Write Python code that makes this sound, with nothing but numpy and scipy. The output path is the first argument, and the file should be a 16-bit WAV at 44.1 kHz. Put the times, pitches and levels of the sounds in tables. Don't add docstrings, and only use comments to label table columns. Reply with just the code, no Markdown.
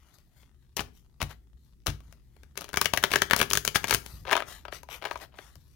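import sys
import numpy as np
from scipy import signal
from scipy.fft import rfft, irfft
from scipy.io import wavfile
from scipy.ndimage import uniform_filter1d

SR = 44100
rng = np.random.default_rng(int(sys.argv[2]) if len(sys.argv) > 2 else 0)


def wav_record(signal):
    frames = np.transpose(np.atleast_2d(signal))
    bounded = np.clip(frames, -1, 1)
    quanta = np.round(bounded * 32767).astype(np.int16)
    wavfile.write(sys.argv[1], SR, quanta)


N = 253575
HZ, TIME = np.fft.rfftfreq(N, 1 / SR), np.arange(N) / SR

# time in seconds, clack level in dB before the common trim in snaps(),
# pitch of the flexing card in Hz, edge tick in dB added to the clack column (it has its own trim).
SNAPS = [(0.184, -55, 2760, -3), (0.43, -52.5, 1750, -15), (0.766, -29, 1410, 1), (0.77, -26, 2100, -4),
         (0.792, -17.5, 2950, -24), (0.804, -23.5, 1220, -11), (1.215, -17.5, 2200, -12.5),
         (1.226, -23, 850, -8), (1.861, -25, 1210, -12), (1.867, -18, 1400, -5.5), (1.88, -23.5, 1500, -13),
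         (2.003, -48.5, 1210, -9.5), (2.124, -45, 2150, -6), (2.364, -51.5, 982, -12),
         (2.432, -44, 1490, -11), (2.574, -23.5, 2600, -6.5), (2.608, -33.5, 1250, -3),
         (2.617, -30.5, 1165, -14), (2.642, -33.5, 1150, -8.5), (2.689, -34.5, 1260, -9.5),
         (2.73, -29.5, 1590, -9.5), (2.74, -19.5, 1510, -15.5), (2.771, -10.5, 1480, -10.5),
         (2.813, -11, 1150, -7), (2.844, -30, 1600, -5.5), (2.856, -9.5, 3030, -11.5),
         (2.935, -10.5, 740, -12), (2.973, -11.5, 2100, -11.5), (3.037, -6, 1400, -13.5),
         (3.115, -20, 2550, -11), (3.135, -8.5, 1580, -17.5), (3.157, -6.5, 1680, -14.5),
         (3.218, -7, 1770, -13), (3.309, -7.5, 1500, -17.5), (3.332, -4.5, 1520, -20),
         (3.362, -17, 1190, -4), (3.4, -13.5, 1380, -15.5), (3.413, -6.5, 1570, -15.5),
         (3.427, -15.5, 1580, -11), (3.502, -35, 1180, 9.5), (3.51, -16.5, 3150, -13.5),
         (3.532, -13.5, 1360, -2.5), (3.552, -17, 1450, -6.5), (3.572, -14, 1540, -4),
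         (3.649, -20.5, 1590, -2.5), (3.676, -14.5, 2840, -6.5), (3.756, -7.5, 1580, -17.5),
         (3.841, -14.5, 1720, -14.5), (3.908, -11, 2480, -7), (3.925, -11.5, 1900, -22),
         (3.938, -21, 3390, 2), (3.945, -13, 2900, -4.5), (4.061, -33, 3600, -6), (4.251, -32, 1360, -29),
         (4.311, -14.5, 1700, -18.5), (4.322, -13, 1390, -18), (4.328, -6.5, 2240, -20.5),
         (4.352, -13, 910, -25), (4.365, -13.5, 1160, -16.5), (4.373, -17.5, 964, -36),
         (4.402, -20.5, 1670, -23.5), (4.421, -22, 1250, -27), (4.651, -27.5, 1260, -25.5),
         (4.681, -30.5, 1250, -28), (4.724, -25, 815, -35), (4.831, -36, 921, -12), (4.887, -33, 904, -23),
         (5.051, -20.5, 1680, -18.5), (5.11, -19, 905, -24), (5.156, -23, 940, -35),
         (5.386, -31, 1760, -23), (5.554, -47.5, 1150, -2.5)]

SLAP_HZ, TICK_HZ = 800, 3600
ARCH_S, LIFT_S = 2.3, 4.2
RIFFLE_S = (2.75, 3.96)


def amp(db):
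    return 10 ** (np.asarray(db) / 20)


def unit(x):
    return x / np.sqrt(np.mean(x ** 2) + 1e-20)


def read(points, hz):
    f, value = np.transpose(points)
    return np.interp(np.log(hz + 1), np.log(f + 1), value)


def add(mix, s, sound):
    part = mix[max(round(s * SR), 0):][:len(sound)]
    part += sound[:len(part)]


def tint(x, gain):
    return irfft(rfft(x) * gain, N)


def causal(x, gain):
    size = 2 * (len(gain) - 1)
    both_sides = np.r_[gain, gain[-2:0:-1]]
    log_gain = np.log(np.maximum(both_sides, 1e-5))
    ring = np.fft.ifft(np.exp(signal.hilbert(log_gain).conj())).real
    return signal.fftconvolve(x, ring[:size // 2])


def burst(envelope, evenness=0.22):
    spectrum = rfft(rng.standard_normal(len(envelope)) * envelope)
    return irfft(spectrum / (abs(spectrum) + 1e-9) ** evenness, len(envelope))


def scatter(decay_s=0.0018, size=512):
    spray = burst(np.exp(-np.arange(size) / SR / decay_s), evenness=0.45)
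    return spray / np.linalg.norm(spray)


def shifting(x, response, turn_s=0.11, count=4):
    out = np.zeros(N)
    for k in range(count):
        away = abs((TIME / turn_s - k + count / 2) % count - count / 2)
        fade = np.cos(np.pi / 2 * np.minimum(away, 1))
        out += signal.oaconvolve(x * fade, response())[:N]
    return out


def card_bands(s, size=2048, unbent_share=0.35, cupped_hz=374):
    # frequency in Hz, level in dB per Hz.
    stock = [(60, -13.5), (150, -7.5), (280, -5.5), (500, -3.5), (1000, -4.5), (2000, -6), (3100, -4.5),
             (4000, -6), (5600, -3.5), (6600, -4), (7600, -11.5), (10500, -8), (13000, -12), (15500, -9.5)]
    # frequency in Hz, width in Hz, full boost in dB with the
    # deck on the table, full boost in dB with it cupped in the hands.
    hollow = [(406, 92, 9.5, 5), (641, 240, 3, 9.5), (805, 53, -6, -0.5), (983, 74, 0, 6.5),
              (1258, 57, 0.5, 5.5), (1600, 190, 3.5, 5.5), (2282, 140, 3.5, 5)]
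    hz = np.fft.rfftfreq(size, 1 / SR)
    cupped = s > LIFT_S
    depth = 1 if s > ARCH_S else unbent_share
    boost = sum((held if cupped else flat) / (1 + (2 * (hz - f) / width) ** 2)
                for f, width, flat, held in hollow)
    colour = amp(read(stock, hz) + depth * boost)
    if cupped:
        colour = colour * np.sqrt(1 - 1 / (1 + (hz / cupped_hz) ** 4))
    low = 1 / (1 + (hz / SLAP_HZ) ** 10)
    high = 1 - 1 / (1 + (hz / TICK_HZ) ** 10)
    middle = abs(1 - low - high)
    return hz, colour * np.sqrt(low), colour * np.sqrt(middle), colour * np.sqrt(high)


def sliding(grain_db=3.0, grain_size=90, ends_db=14, speeding=0.29,
            grip_db=-83, grip_swell_db=3, grip_size=5000):
    # frequency in Hz, level in dB per Hz.
    rub = [(180, -42), (300, -10), (519, -7), (612, -3), (2510, -4), (2910, -4.5), (6240, -4.5),
           (7490, -9.5), (14300, -7), (15800, -16.5)]
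    # fastest moment in seconds, length in seconds, rustle in dB, hiss in dB (at the fastest).
    strokes = [(0.033, 0.44, -68.5, -71), (0.143, 0.025, -77, -61.5), (0.382, .12, -65.5, -64),
               (0.959, 0.1, -72, -63.5), (1.302, 0.046, -43.5, -51), (1.617, 0.2, -96, -75),
               (2.065, 0.2, -70.5, -71), (2.373, 0.21, -73.5, -76), (4.092, 0.22, -55, -51),
               (4.498, 0.13, -45.5, -44), (4.74, 0.073, -41.5, -43.5), (4.921, 0.081, -39.5, -43),
               (5.216, 0.052, -41.5, -49), (5.412, 0.2, -57.5, -56.5), (5.7, 0.69, -75, -69.5)]
    grain = amp(grain_db * unit(uniform_filter1d(rng.standard_normal(N), grain_size)))
    high = 1 - 1 / (1 + (HZ / TICK_HZ) ** 8)
    tone = amp(read(rub, HZ))
    rustle = unit(tint(grain * rng.standard_normal(N), tone * np.sqrt(1 - high)))
    hiss = unit(tint(grain * rng.standard_normal(N), tone * np.sqrt(high)))
    grip_swell = unit(uniform_filter1d(rng.standard_normal(N), grip_size))
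    out = amp(grip_db + grip_swell_db * grip_swell) * (rustle + hiss)
    for top, length, rustle_db, hiss_db in strokes:
        share = np.where(TIME < top, speeding, 1 - speeding)
        away = (TIME - top) / (length * share)
        out += amp(-ends_db * away ** 2) * (amp(rustle_db) * rustle + amp(hiss_db) * hiss)
    return out


def fingers(per_s=40, level_db=-70, spread_db=4, dull_hz=2200):
    hz, slap, clack, tick = card_bands(0)
    touches = (rng.random(N) < per_s / SR) * amp(spread_db * rng.uniform(-2.0, 1, N))
    colour = (slap + clack + tick) / np.sqrt(1 + (hz / dull_hz) ** 2)
    scale = np.sqrt(0.005 * SR)
    return amp(level_db) * scale * causal(touches, unit(colour))[:N]


def near_echoes(wander=0.06, size=1024):
    # typical delay in seconds, level in dB.
    echoes = [(.0034, -21.5), (.0074, -21.5), (.0088, -20.5), (0.01, -17.5), (0.0177, -32)]
    taps = np.zeros(size)
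    for s, db in echoes:
        add(taps, s * (1 + wander * rng.uniform(-1, 1)), amp([db]))
    return taps


def room(wet_db=-12.5, build_s=0.0041):
    # frequency in Hz, time to fade by 60 dB in seconds.
    fade_times = [(100, 0.93), (500, 0.26), (2000, 0.24), (6000, 0.23), (15000, 0.23)]
    hz, t, z = signal.stft(rng.standard_normal(SR // 2), SR, nperseg=256)
    fade = amp(-60 * t / read(fade_times, hz)[:, None])
    tail = signal.istft(z * fade, SR, nperseg=256)[1]
    tail_time = np.arange(len(tail)) / SR
    tail = tail * (1 - np.exp(-(tail_time / build_s) ** 2))
    return amp(wet_db) * tail / np.linalg.norm(tail)


def far_side(x, lag_s=0.000015):
    # frequency in Hz, left-right likeness from 0 to 1.
    likeness = [(100, 0.77), (1000, 0.8), (2000, 0.8), (4000, 0.17), (12000, 0.55)]
    alike = read(likeness, HZ)
    late = tint(x, alike * np.exp(-2j * np.pi * HZ * lag_s))
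    return late + tint(shifting(x, scatter, count=7), np.sqrt(1 - alike ** 2))


def background(rumble_db=-55.5, air_db=-79.5, apart=0.42, right_db=-3):
    # frequency in Hz, level in dB per Hz.
    rumble_tone = [(12, -48.5), (20, -14), (27, -8.5), (43, -8), (60, -1), (71, 1), (87, -15.5), (128, -9),
                   (168, -16.5), (403, -29), (461, -40.5), (500, -33), (650, -66.5), (1100, -120)]
    # time in seconds, change in dB added to rumble_db.
    rumble_swell = [(0, -5), (.7, -2.5), (4.3, 3), (5.7, -1.5)]
    tone = amp(read(rumble_tone, HZ))
    shared, other = (unit(tint(rng.standard_normal(N), tone)) for _ in range(2))
    rumble = np.array([shared + apart * other, amp(right_db) * (shared - apart * other)])
    level_db = rumble_db + np.interp(TIME, *np.transpose(rumble_swell))
    return amp(level_db) * rumble + amp(air_db) * rng.standard_normal((2, N))


def riffled():
    return [row for row in SNAPS if RIFFLE_S[0] < row[0] < RIFFLE_S[1]]


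def slips(lead_s=0.0105, lead_spread=0.2, level_db=-20.5, extra_tick_db=5.5, how_often=0.62):
    out = []
    draws = rng.random((len(SNAPS), 2))
    for (s, db, pitch, bright), (chance, when) in zip(riffled(), draws):
        if chance < how_often:
            lead = lead_s * (1 + lead_spread * (2 * when - 1))
            out.append((s - lead, db + level_db, pitch, bright + extra_tick_db))
    return out


def snaps(slap_s=0.0026, clack_s=0.0023, tick_s=0.0018, rise_s=0.00035, release_s=0.0008, scrape=0.035,
          flex_db=7, flex_width_hz=600, clack_db=-6.0, tick_db=2.0,
          flat_slap_db=-12, cupped_slap_db=-11, slap_per_db=-0.23):
    t, out = np.arange(-176, 592) / SR, np.zeros(N)
    after = np.maximum(t, 0)
    lead_in = scrape * np.interp(t, [t[0], 0, rise_s], [0, 1, 0])
    scale = np.sqrt(0.005 * SR)
    for s, db, pitch, bright in list(SNAPS) + slips():
        hz, slap, clack, tick = card_bands(s)
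        flex = amp(flex_db / (1 + (2 * (hz - pitch) / flex_width_hz) ** 2))
        slap_db = (cupped_slap_db if s > LIFT_S else flat_slap_db) + slap_per_db * db
        parts = ((slap, slap_s, slap_db + clack_db),
                 (clack * flex, clack_s, clack_db),
                 (tick, tick_s, bright + tick_db))
        for gain, decay, level in parts:
            push = lead_in + np.exp(-after / decay) * (1 - np.exp(-after / rise_s))
            sound = causal(burst(push), gain)
            sound = sound / np.linalg.norm(sound)
            add(out, s + release_s + t[0], amp(db + level) * scale * sound)
    return out


def dragged_cards(lead_s=0.001, trail_s=0.022, level_db=-23, cards=5):
    rate = cards / (lead_s + trail_s)
    return [(s - lead_s, s, s + trail_s, db + level_db, bright / 2, rate)
            for s, db, pitch, bright in riffled()]


def flurries(per_s=230, fewest_cards=18, spread_db=6, contact_s=0.0016, ends_db=11,
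             flat_slap_db=-6, cupped_slap_db=-3.0, count=256):
    # start, fullest moment and end in seconds, clack level in dB at the fullest,
    # edge tick in dB relative to the clack.
    falls = [(0.765, 0.792, .822, -30.5, -3), (1.202, 1.219, 1.243, -33, -11.5),
             (1.864, 1.868, 1.905, -31, -3), (2.551, 2.582, 2.72, -46, -8), (3.102, 3.106, 3.2, -33.5, -1),
             (3.36, 3.386, 3.445, -32.5, 3.5), (3.747, 3.752, 3.772, -23.5, 5.5),
             (3.869, 3.895, 3.968, -33, 3.5), (4.256, 4.329, 4.4, -28.5, -14.5),
             (5.015, 5.07, 5.09, -33, -13.5), (5.068, 5.092, 5.26, -48.5, -2.5),
             (5.314, 5.343, 5.41, -56.5, -25)]
    out = np.zeros(N)
    packets = [(*row, max(per_s, fewest_cards / (row[2] - row[0]))) for row in falls]
    for start, top, end, db, bright, rate in packets + dragged_cards():
        hz, slap, clack, tick = card_bands(start)
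        t = np.arange(start, max(end, start + 0.01), 1 / SR)
        landings = ((np.arange(count) + rng.random(count)) / rate * SR).astype(int)
        strengths = amp(spread_db * rng.uniform(-2.5, 1, count))
        hits = np.bincount(landings, strengths, len(t))[:len(t)]
        contact = signal.lfilter([1], [1, -np.exp(-1 / (contact_s * SR))], hits)
        swell = amp(np.interp(t, [start, top, end], [-ends_db, 0, -ends_db]))
        push = unit(contact * rng.standard_normal(SR // 2)[:len(t)]) * swell
        slap_db = cupped_slap_db if start > LIFT_S else flat_slap_db
        for gain, level in (slap, slap_db), (clack, 0), (tick, bright):
            add(out, start, amp(db + level) * causal(push, unit(gain)))
    return out


def table(cards, rise_s=0.0032, landing_db=-43, shake_db=-35, pressed_hz=195, pressed_width_hz=150,
          lowest_hz=50):
    # time in seconds, level in dB.
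    knocks = [(0.796, -38), (1.225, -29.5), (1.88, -26), (2.082, -48), (3.929, -34), (4.137, -42),
              (4.215, -43), (5.562, -47.5)]
    # frequency in Hz, level in dB, time to fade by 60 dB in seconds.
    modes = [(57.4, -8.5, 0.88), (65, 2, 0.13), (85.6, 4, 0.19), (101, -3, 0.3), (144.5, 0, 0.24),
             (217.8, -17, 0.28), (299.3, -16, 0.23), (514, -19.5, 0.15), (704, -25, 0.1)]
    t, out = np.arange(SR // 2) / SR, np.zeros(N)
    ringing = sum(amp(db - 60 * t / t60) * np.sin(2 * np.pi * hz * t) for hz, db, t60 in modes)
    thud = ringing * (1 - np.exp(-t / rise_s))
    landings = [(s, landing_db) for s, *_ in riffled()]
    for s, db in list(knocks) + landings:
        add(out, s, amp(db) * thud)
    shake = np.exp(-np.pi * pressed_width_hz * t) * np.sin(2 * np.pi * pressed_hz * t)
    out += amp(shake_db) * signal.fftconvolve(cards * (TIME < LIFT_S), shake)[:N]
    return signal.sosfilt(signal.butter(2, lowest_hz, "high", fs=SR, output="sos"), out)


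def scene():
    # frequency in Hz, gain in dB applied to the right.
    right_tone = [(60, -0.5), (125, -8), (250, -3), (500, -11), (1000, -10), (2000, -11.5), (4500, -17),
                  (8000, -14), (12000, -8.5)]
    handling = shifting(sliding() + fingers(), scatter, count=9)
    direct = snaps() + flurries() + handling
    thuds = table(direct)
    sides = []
    for heard in (direct, far_side(direct)):
        reflections = shifting(direct, near_echoes, count=7) + shifting(direct, room)
        sides.append(heard + reflections + thuds)
    left, right = sides
    return np.array([left, tint(right, amp(read(right_tone, HZ)))]) + background()


def record(dry, edge_hz=16000):
    held = dry / (1 + dry ** 6) ** (1 / 6)
    band_limit = signal.firwin(301, edge_hz, window=("kaiser", 7), fs=SR)
    return signal.oaconvolve(held, band_limit[None], "same")


dry = scene()
out = record(dry)
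wav_record(out)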